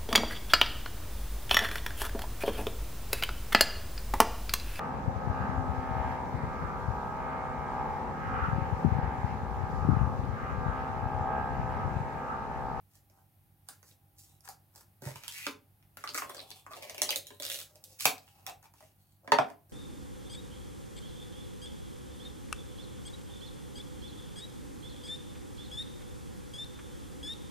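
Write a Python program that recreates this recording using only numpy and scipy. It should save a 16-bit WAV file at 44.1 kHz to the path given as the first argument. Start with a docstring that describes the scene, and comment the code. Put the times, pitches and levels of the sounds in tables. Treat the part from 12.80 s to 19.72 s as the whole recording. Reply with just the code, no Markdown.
"""Small hard room, table: thin plastic pots and lids are handled over a far compressor and microphone hiss.
Snaps and lid ticks: jerk and chatter drive floor, cup air, wall and rim modes. Rubbing: clumped slips drive
gliding cup and wall modes plus rim fizz. Slide: noise through a narrow note that mostly rises.
Set-down: soft pushes ring low table modes. Hum: beating shaft and mains tones. Air: coloured stereo noise."""
import sys
import numpy as np
from scipy import signal
from scipy.fft import rfft, irfft, next_fast_len
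from scipy.io import wavfile
from scipy.ndimage import uniform_filter1d, map_coordinates

SR = 44100
rng = np.random.default_rng(int(sys.argv[2]) if len(sys.argv) > 2 else 0)


def unload_wav(signal):
    """Save mono or channel-first audio to the path in sys.argv[1] as 16-bit WAV at rate SR, clipped to [-1, 1]."""
    wavfile.write(
        sys.argv[1],
        SR,
        np.round(np.clip(np.atleast_2d(signal).T, -1, 1) * 32767).astype(np.int16),
    )


N = 305172

# Snaps and knocks, levels before bass loss and pan: (time [s], crack peak [dB], cup air [Hz], wall [Hz],
# floor level [dB], cup air level [dB], wall level [dB], left minus right [dB])
SNAP_EVENTS = [(0.1536, -45, 785, 1870, -81, -71, -111, -3.0), (0.2987, -51, 597, 2310, -76, -69, -75, -4),
               (0.3861, -76, 750, 1550, -78, -89, -72, -2.5),
               (0.8868, -27.5, 803, 1540, -63, -54.5, -53, -6),
               (1.0286, -43, 390, 1540, -75, -80, -62.5, -9), (1.1114, -51, 520, 3770, -93, -73, -64, -4),
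               (1.6067, -45.5, 774, 3830, -83, -83, -92, -14.5),
               (1.6762, -46.5, 858, 1540, -89, -61, -52, 10), (1.6881, -27.5, 786, 1630, -68, -46, -70, -1),
               (1.9586, -39, 830, 1710, -67, -62, -68, -2.5), (2.2203, -38, 380, 1560, -53.5, -48, -59, -5),
               (2.2714, -42.5, 890, 1690, -47.5, -58, -54.5, -3),
               (2.357, -33, 947, 2540, -61.5, -49.5, -52.5, -2.5),
               (2.4358, -34, 1320, 2450, -68, -56, -52, -5),
               (2.4797, -22, 928, 3240, -69, -57.5, -40.5, -5.5),
               (2.6659, -24.5, 1170, 2310, -38, -43, -33, -3),
               (3.0257, -68, 858, 2420, -89, -91, -68.5, -2.0),
               (3.1704, -32, 1397, 1450, -57.5, -48.5, -55, 0),
               (3.2388, -31.5, 1195, 1960, -57.5, -36, -46.5, -2.5),
               (3.2745, -44.5, 1310, 4020, -96, -44, -40.5, -1.0),
               (3.2901, -44, 1280, 4500, -51, -71, -39.5, -2),
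               (3.345, -20.5, 1260, 1940, -49, -42, -43.5, 1.0),
               (3.3504, -27, 1230, 1430, -85, -43, -39.5, 0),
               (3.376, -21.5, 1195, 2030, -58, -42.5, -36.5, -1),
               (3.3809, -20.5, 1224, 2830, -53, -43, -70, -2.5),
               (3.4199, -40, 1093, 2620, -48, -35, -44.5, -1),
               (3.4961, -33, 1040, 1540, -71, -44.5, -50, -3),
               (3.5463, -30.5, 560, 1710, -89, -52.5, -53, -2),
               (3.5674, -45, 495, 4480, -71, -62, -49, -0.5), (3.5804, -43, 1130, 4550, -71, -54, -52, 8),
               (3.5927, -37.5, 571, 3770, -67, -65, -44.5, -4),
               (3.6022, -42, 498, 3740, -66, -66, -49, -11), (3.6134, -38.5, 498, 3650, -69, -77, -63, -7),
               (3.704, -32.5, 950, 4080, -60.5, -93, -53, 14),
               (3.7138, -43, 745, 3900, -68, -69, -46, -6.5),
               (3.864, -44, 1093, 2740, -58, -45.5, -63, -1.5),
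               (3.9086, -55, 650, 1900, -67, -51, -77, -4.5),
               (3.9336, -40, 1150, 3630, -60, -49, -50, -1.5),
               (4.0963, -25.5, 636, 2300, -69, -47, -47, -1.5),
               (4.1454, -33, 654, 2360, -67.5, -49.5, -51, 1),
               (4.1797, -26, 550, 2330, -50.5, -57.5, -44, 2),
               (4.2177, -6.5, 600, 3320, -49.5, -36, -31, -4),
               (4.291, -29.5, 847, 4640, -66, -41.5, -30, -4.5),
               (4.3053, -13, 536, 3140, -64, -44.5, -30, -4),
               (4.3273, -29.5, 549, 2110, -72, -68, -38.5, 1.5),
               (4.359, -13, 557, 4700, -58, -43.5, -37, -6),
               (4.4687, -29, 450, 4080, -92, -87, -50.5, -2.5), (4.5043, -48, 414, 2370, -54, -64, -53, -2),
               (4.5992, -26.5, 582, 3600, -54, -47, -43, -7),
               (4.956, -40.5, 630, 2870, -87.5, -67, -65, -3),
               (5.0394, -26.5, 583, 4400, -81.5, -67, -53.5, 0),
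               (5.1982, -43, 980, 4470, -84, -65, -43.5, -6),
               (5.2069, -20, 1180, 4600, -64.5, -54, -40.5, -6.5),
               (5.254, -2.5, 760, 2400, -37, -23.5, -22, -2.5),
               (5.3802, -36, 696, 3370, -88, -72, -57, 4.5), (5.4777, -58, 850, 2750, -93, -67, -62, -4),
               (5.665, -22.5, 990, 2620, -64, -56, -45, -5),
               (5.6955, -32.5, 725, 2790, -65, -44, -55.5, -4.5),
               (5.8275, -47, 825, 1730, -91, -63, -66, -0.5), (5.8404, -51, 887, 2390, -92, -60, -79, 5.5),
               (5.9377, -48.5, 891, 1605, -73, -65.5, -70, -4.5),
               (6.0057, -49, 813, 2004, -67, -56.5, -67, 0), (6.0252, -54, 624, 1905, -68.5, -57, -66, -4),
               (6.4759, -53, 705, 1430, -42.5, -49, -43.5, -3.5),
               (6.519, -25, 918, 1660, -26.5, -16, -19.5, -2.5),
               (6.5859, -47, 702, 1550, -31, -18.5, -26.5, -7),
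               (6.7005, -47, 697, 1660, -50.5, -54.5, -57, -8)]
# Lid rim ratcheting over the lip of its pot: (time [s], crack peak before bass loss and pan [dB])
LID_TICKS = [(4.6224, -25.5), (4.6314, -24.5), (4.6404, -31.5), (4.6508, -22), (4.6643, -22.5),
             (4.6804, -28.5), (4.6884, -34), (4.6992, -20), (4.7162, -23), (4.7234, -39.5), (4.7434, -23),
             (4.7504, -31), (4.7574, -30), (4.7724, -33), (4.7884, -28.5), (4.8014, -30.5), (4.8134, -30.5)]
TICK_AIR_HZ, TICK_WALL_HZ, TICK_PAN_DB = 560, 3686, -3
TICK_FLOOR_DB, TICK_AIR_DB, TICK_WALL_DB = -48, -30.5, -16.5  # relative to crack peak
RING_S, CONTACT_S = 0.0068, 0.0027  # body energy reference span; time for contact to fall 20 dB

# Flat pot bottom; rim and lid: (frequency [Hz], width [Hz], relative level [dB])
FLOOR_MODES = [(277.5, 40, -6), (419.4, 20, -4), (581, 16, -3.5), (910, 85, -7.5), (1030, 10, -6)]
RIM_MODES = [(4100, 2440, -2), (5800, 2920, 8), (8340, 530, 3), (9000, 760, 3), (11600, 27000, -0.5)]
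# Cup air; pot wall; wall under a dragged rim: (ratio to note [-], width / note [-], relative level [dB])
CUP_MODES = [(0.62, .2, -13.5), (1, 0.069, 5), (1.6, 0.74, -11.5)]
WALL_MODES = [(.72, 1, -12.5), (1.001, 0.15, 0), (1.25, 0.32, -11)]
SCRAPE_MODES = [(.7, 0.18, -11.5), (1, 0.069, 4.5), (1.45, 1, -12)]

# Sliding fingers and rims, levels at full pressure before wobble: (start [s], length [s],
# cup air level [dB], wall level [dB], fizz level [dB], cup air [Hz], wall [Hz])
RUB_STROKES = [(0.078, 0.1, -87, -83, -72.5, 780, 1810), (0.29, 0.12, -73.5, -100, -82, 820, 1550),
               (0.855, 0.08, -86, -65, -64, 820, 1480), (1.016, 0.1, -94, -79, -64, 650, 1510),
               (1.354, 0.099, -98, -88, -60, 780, 3760), (1.452, 0.1, -80.5, -75.5, -69, 780, 4000),
               (1.617, 0.1, -73, -66, -63, 780, 1466), (1.925, 0.081, -66.5, -71.5, -61, 900, 1850),
               (2.202, 0.1, -57, -55, -54.5, 560, 1750), (2.311, 0.17, -70, -59, -60, 950, 2420),
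               (2.471, 0.18, -108, -55.5, -50.5, 1210, 2670), (3.182, 0.041, -77, -63, -65, 1380, 1493),
               (3.219, 0.14, -86, -95, -59, 1290, 3750), (3.324, 0.097, -44.5, -59, -47.5, 1250, 1995),
               (3.436, 0.17, -57.5, -56.5, -59, 560, 3600), (3.627, 0.16, -68.5, -59.5, -59.5, 780, 3620),
               (3.885, 0.072, -54, -60, -59.5, 1160, 2786), (3.944, 0.109, -55.5, -55, -59, 600, 2510),
               (4.024, 0.23, -60, -56.5, -64.5, 600, 2406), (4.21, 0.12, -54.5, -46, -46.5, 560, 3090),
               (4.422, 0.12, -76, -64, -63.5, 520, 3960), (4.582, 0.2, -70, -52, -46, 560, 3880),
               (4.853, 0.16, -73.5, -83, -73.5, 600, 1460), (5.047, 0.11, -71, -72, -62, 560, 2800),
               (5.177, 0.1, -65, -47, -40, 1340, 2360), (5.379, 0.15, -82, -75.5, -72, 780, 2800),
               (5.497, 0.2, -69.5, -76.5, -76, 780, 2698), (5.668, 0.023, -56.5, -55, -64, 780, 2800),
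               (5.811, 0.049, -71, -72, -73.5, 900, 2350), (5.92, 0.15, -86, -72.5, -70, 600, 2556),
               (6.138, 0.2, -95.5, -82, -78, 780, 4460), (6.41, 0.09, -63, -76.5, -81, 550, 1466),
               (6.608, 0.1, -84, -70, -73.5, 730, 2024), (6.88, 0.04, -73.5, -82, -70.5, 520, 1590)]
RISE, FALL = 0.33, 0.64  # shares of stroke length; fall begins at its end

# Lid sliding off its pile: (time [s], level before pan [dB], note [Hz])
LID_SLIDE = [(2.533, -52.5, 2130), (2.574, -50, 2270), (2.61, -50, 2330), (2.657, -45, 2530),
             (2.662, -42, 2500)]
# Pushes on the table: (time [s], relative level [dB])
TABLE_PUSHES = [(2.22, -39), (2.262, -25), (2.308, -37), (2.356, -40.5), (5.253, -36.5), (6.518, -37),
                (6.589, -30.5)]
# Table top: (frequency [Hz], width [Hz], relative level [dB])
TABLE_MODES = [(136.6, 14, 12.5), (92, 30, -1.5)]

# Compressor tones: (shaft order [-], mains order [-], rms level before wobble and pan [dB])
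HUM_TONES = [(1, 0, -93), (-1, 1, -86.5), (2, 0, -73.5), (0, 1, -71), (-2, 2, -96), (3, 0, -84),
             (1, 1, -76), (4, 0, -82.5), (2, 1, -93.5), (0, 2, -85), (1, 2, -88), (0, 3, -89.5),
             (0, 8, -86.5)]
SHAFT_HZ, MAINS_HZ, IN_STEP_S = 46.35, 100, .034  # tone phases align at IN_STEP_S, bar phase wobble

# Background spectrum: (frequency [Hz], relative density [dB/Hz])
AIR_SPECTRUM = [(15, -49), (25, -37.5), (43, -8.5), (97, -5), (200, -13), (242, -22.5), (309, -14),
                (451, -25), (796, -17.5), (962, -24.5), (4030, -33), (7310, -37.5), (11900, -25.5),
                (16000, -24.5)]
# Background stereo: (frequency [Hz], left-right likeness [-])
AIR_LIKENESS = [(60, 0.72), (300, 0.71), (1400, 0), (5000, 0.26), (9000, 1), (15000, 1)]
AIR_DB = -67.5  # rms before wobble

# Echo decay before the early boost: (frequency [Hz], t60 [s])
ROOM_T60 = [(150, 0.43), (500, 0.36), (1400, 0.27), (4000, 0.25), (10000, 0.21), (16000, 0.23)]
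# Echo stereo: (frequency [Hz], left-right likeness [-])
ROOM_LIKENESS = [(100, 0.75), (600, 0.41), (2000, 0.51), (5000, 0.9), (10000, 1), (15000, 0.89)]
# Echo against direct sound, before the early boost: (frequency [Hz], level [dB])
ROOM_LEVEL = [(100, 14), (700, -5), (2500, -7), (5000, -7.5), (8000, -7.5), (15000, -5)]
TOP_HZ = 15900  # output band limit


def snaps():
    """A brief rough contact drives pot floor, cup air, wall and rim; lid ticks use the same bodies."""
    out, t_s = np.zeros((2, N + SR)), np.arange(SR // 8) / SR
    ticks = [(s, db, TICK_AIR_HZ, TICK_WALL_HZ,
              db + TICK_FLOOR_DB, db + TICK_AIR_DB, db + TICK_WALL_DB, TICK_PAN_DB) for s, db in LID_TICKS]
    contact = (1 - np.exp(-t_s / (0.5 * CONTACT_S))) * amp(-20 * t_s / CONTACT_S)
    jerk_at = np.arange(len(t_s)) == round(.3 * CONTACT_S * SR)
    for s, crack_db, air_hz, wall_hz, floor_db, air_db, wall_db, pan_db in SNAP_EVENTS + ticks:
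        chatter = rng.standard_normal(len(t_s)) * contact
        jerk = jerk_at * np.linalg.norm(chatter)  # the plastic gives way once, then chatters
        push = jerk + 0.12 * chatter  # big slow bodies feel mostly the jerk
        force = 0.8 * jerk + chatter
        bend = np.exp(.05 * rng.standard_normal(len(RIM_MODES)))  # each grip shifts the rim notes
        bent_rim = [(hz * b, width_hz, db) for (hz, width_hz, db), b in zip(RIM_MODES, bend)]
        crack = filtered(force, modes(bent_rim))
        floor = amp(floor_db) * ring(filtered(push, modes(FLOOR_MODES)))
        cup = amp(air_db) * ring(filtered(push, about(air_hz, CUP_MODES)))
        wall = amp(wall_db) * ring(filtered(force, about(wall_hz, WALL_MODES)))
        x = floor + cup + wall + amp(crack_db) * crack / np.abs(crack).max()
        x = filtered(x, lambda f: (1j * f / (230 + 1j * f)) ** 2)  # small pot: weak bass radiation
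        add_event(out, x, s, pan_db)
    return out[:, :N]


def rubbing(slips_hz=900, spread_db=4):
    """Tiny uneven slips in clumps excite cup, wall and rim; cup and wall notes change with each grip."""
    t_s = np.arange(N) / SR
    start_s, length_s, air_db, wall_db, fizz_db, air_hz, wall_hz = np.transpose(RUB_STROKES)
    u = (t_s - start_s[:, None]) / length_s[:, None]
    press = np.clip(np.minimum(u / RISE, 1 + (1 - u) / FALL), 0, 1) ** 2
    grip = np.clip(np.searchsorted(start_s, t_s) - 1, 0, None)
    air_hz = uniform_filter1d(air_hz[grip], size=SR // 50)
    wall_hz = uniform_filter1d(wall_hz[grip], size=SR // 50)

    slip_sizes = amp(spread_db * rng.standard_normal(N)) * rng.standard_normal(N)
    slips = (rng.random(N) < slips_hz / SR) * slip_sizes
    force = (unit(slips) + .4 * rng.standard_normal(N)) * amp(2 * wobble(35))
    cup = gliding(force, air_hz, np.geomspace(400, 1400, num=14), CUP_MODES)
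    wall = gliding(force, wall_hz, np.geomspace(1400, 4500, num=10), SCRAPE_MODES)
    fizz = unit(filtered(force, modes(RIM_MODES)))
    x = (amp(air_db) @ press) * cup + (amp(wall_db) @ press) * wall + (amp(fizz_db) @ press) * fizz

    echoes, size = np.zeros((2, N + SR)), SR // 4  # new echo pattern every quarter second
    for start in range(0, N, size):
        echo = room(x[start:start + size])
        echoes[:, start:start + echo.shape[1]] += echo
    return place(x, -1.1) + echoes[:, :N]


def slide():
    """One rim drags over another and sings hoarsely: noise through a narrow, mostly rising resonance."""
    s, db, hz = np.transpose(LID_SLIDE)
    t_s = np.arange(round(s[0] * SR), round(s[-1] * SR)) / SR
    noise, notes_hz = rng.standard_normal(len(t_s)), np.geomspace(1800, 2900, num=6)
    note = gliding(noise, np.interp(t_s, s, hz), notes_hz, [(1, .1, 0)])
    x = amp(np.interp(t_s, s, db)) * note * signal.windows.tukey(len(t_s), .15)
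    out = np.zeros((2, N + SR))
    add_event(out, x, s[0], -1.0)
    return out[:, :N]


def set_down():
    """A soft weight on the table rings only its lowest modes."""
    push = np.zeros(N)
    for s, db in TABLE_PUSHES:
        push[round(s * SR):][:200] += amp(db) * np.hanning(200)
    return amp(-1.5) * filtered(push, modes(TABLE_MODES)) * amp([[-1.3], [1.3]])


def hum():
    """Shaft turns slower than half the mains hum: neighbouring tones beat about seven times a second."""
    t_s = np.arange(N) / SR - IN_STEP_S
    tones = np.zeros(N)
    for shaft, mains, db in HUM_TONES:
        hz = shaft * SHAFT_HZ + mains * MAINS_HZ
        level = np.sqrt(2) * amp(db + 1.3 * wobble(5))
        tones += level * np.cos(2 * np.pi * hz * t_s + .15 * wobble(5))
    return tones * amp([[-.8], [.8]])


def air(uneven_db=1.2):
    """Room rumble and microphone hiss: coloured noise, gently uneven in level."""
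    noise = paired(rng.standard_normal((2, N)), AIR_LIKENESS, AIR_SPECTRUM)
    return amp(AIR_DB + uneven_db * wobble(rate=5)) * unit(noise)


def room(x, gap_s=.003):
    """Stereo echo, newly drawn at random per call; each frequency dies at its own speed."""
    hz, t_s, z = signal.stft(rng.standard_normal((2, SR // 3)), SR, nperseg=256)
    t60_s = along(ROOM_T60, hz)[:, None]
    decay = amp(-60 * t_s / t60_s) / np.sqrt(t60_s * SR / np.log(1e6))  # near unit energy
    tail = signal.istft(z * decay, SR, nperseg=256)[1]
    # table and near wall answer first and louder
    tail = tail * (1 + 1.38 * np.exp(-np.arange(tail.shape[1]) / SR / 0.048))
    tail = paired(tail, ROOM_LIKENESS, ROOM_LEVEL)
    tail = np.pad(tail, ((0, 0), (round(gap_s * SR), 0)))
    return signal.fftconvolve(x[None], tail, axes=1)


def place(x, pan_db, lag_s=0.00015):
    """Level pan; the right port hears the hands later, a lag that vanishes in the treble."""
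    panned = x * amp([[pan_db / 2], [-pan_db / 2]])
    return filtered(panned, lambda f: np.exp(-2j * np.pi * f * [[0], [lag_s]] / (1 + (f / 5000) ** 4)))


def add_event(out, x, start_s, pan_db):
    """Add direct sound and echo of x to out."""
    start, echo = round(start_s * SR), room(x)
    out[:, start:start + len(x)] += place(x, pan_db)
    out[:, start:start + echo.shape[1]] += echo


def modes(table):
    """Causal response of (Hz, width Hz, dB) resonances with alternating signs."""
    def response(f):
        total = 0
        for k, (hz, width_hz, db) in enumerate(table):
            damping = 1j * f * width_hz
            total = total + (-1) ** k * amp(db) * damping / (hz * hz - f * f + damping)
        return total
    return response


def about(hz, shape):
    """Resonances given as ratios of a note; little is radiated far from it."""
    response = modes([(hz * ratio, hz * width, db) for ratio, width, db in shape])
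    return lambda f: response(f) * (1j * f / (0.14 * hz + 1j * f)) ** 2 / (1 + 1j * f / (4.1 * hz)) ** 2


def gliding(force, hz, notes_hz, shape):
    """A moving resonance: cross-fade between fixed ones of unit rms."""
    step, total = np.log(notes_hz[1] / notes_hz[0]), 0
    for note_hz in notes_hz:
        fade = np.clip(1 - np.abs(np.log(hz / note_hz)) / step, 0, 1)
        total = total + fade * unit(filtered(force, about(note_hz, shape)))
    return total


def paired(noise, alike, colour):
    """Two noises turned into left and right of a given likeness and (Hz, dB) colour."""
    def response(hz):
        turn = np.arccos(np.clip(along(alike, hz), -1, 1)) / 2
        return amp(along(colour, hz)) * [np.cos(turn), np.sin(turn)]
    mid, side = filtered(noise, response)
    return np.array([mid + side, mid - side])


def filtered(x, response):
    """x through a complex frequency response, zero-padded."""
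    m = next_fast_len(x.shape[-1] + 8192)
    return irfft(rfft(x, m) * response(np.fft.rfftfreq(m, 1 / SR)), m)[..., :x.shape[-1]]


def wobble(rate):
    """Smooth random curve, rate knots a second."""
    knots = rng.standard_normal(int(N * rate / SR) + 4)
    return map_coordinates(knots, [np.arange(N) * rate / SR])


def along(points, hz):
    """(Hz, value) points interpolated on a log axis."""
    f, v = np.transpose(points)
    return np.interp(np.log(hz + 1), np.log(f + 1), v)


def ring(x):
    """Scaled to the energy of rms 1 over RING_S."""
    return x / np.linalg.norm(x) * np.sqrt(RING_S * SR)


def unit(x):
    """Scaled to rms 1."""
    return x / np.sqrt(np.mean(x ** 2) + 1e-20)


def amp(db):
    """Gain of a dB value."""
    return 10 ** (np.asarray(db) / 20)


def scene():
    """All sources at the two ports."""
    return snaps() + rubbing() + slide() + set_down() + hum() + air()


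def record(dry):
    """Loudest peaks are rounded off, the very top droops and nothing is kept above TOP_HZ."""
    soft = dry / (1 + np.abs(dry / .9) ** 4) ** (1 / 4)
    return filtered(soft, lambda hz: (hz < TOP_HZ) / np.sqrt(1 + (hz / 15500) ** 8))


dry = scene()
out = record(dry)
unload_wav(out)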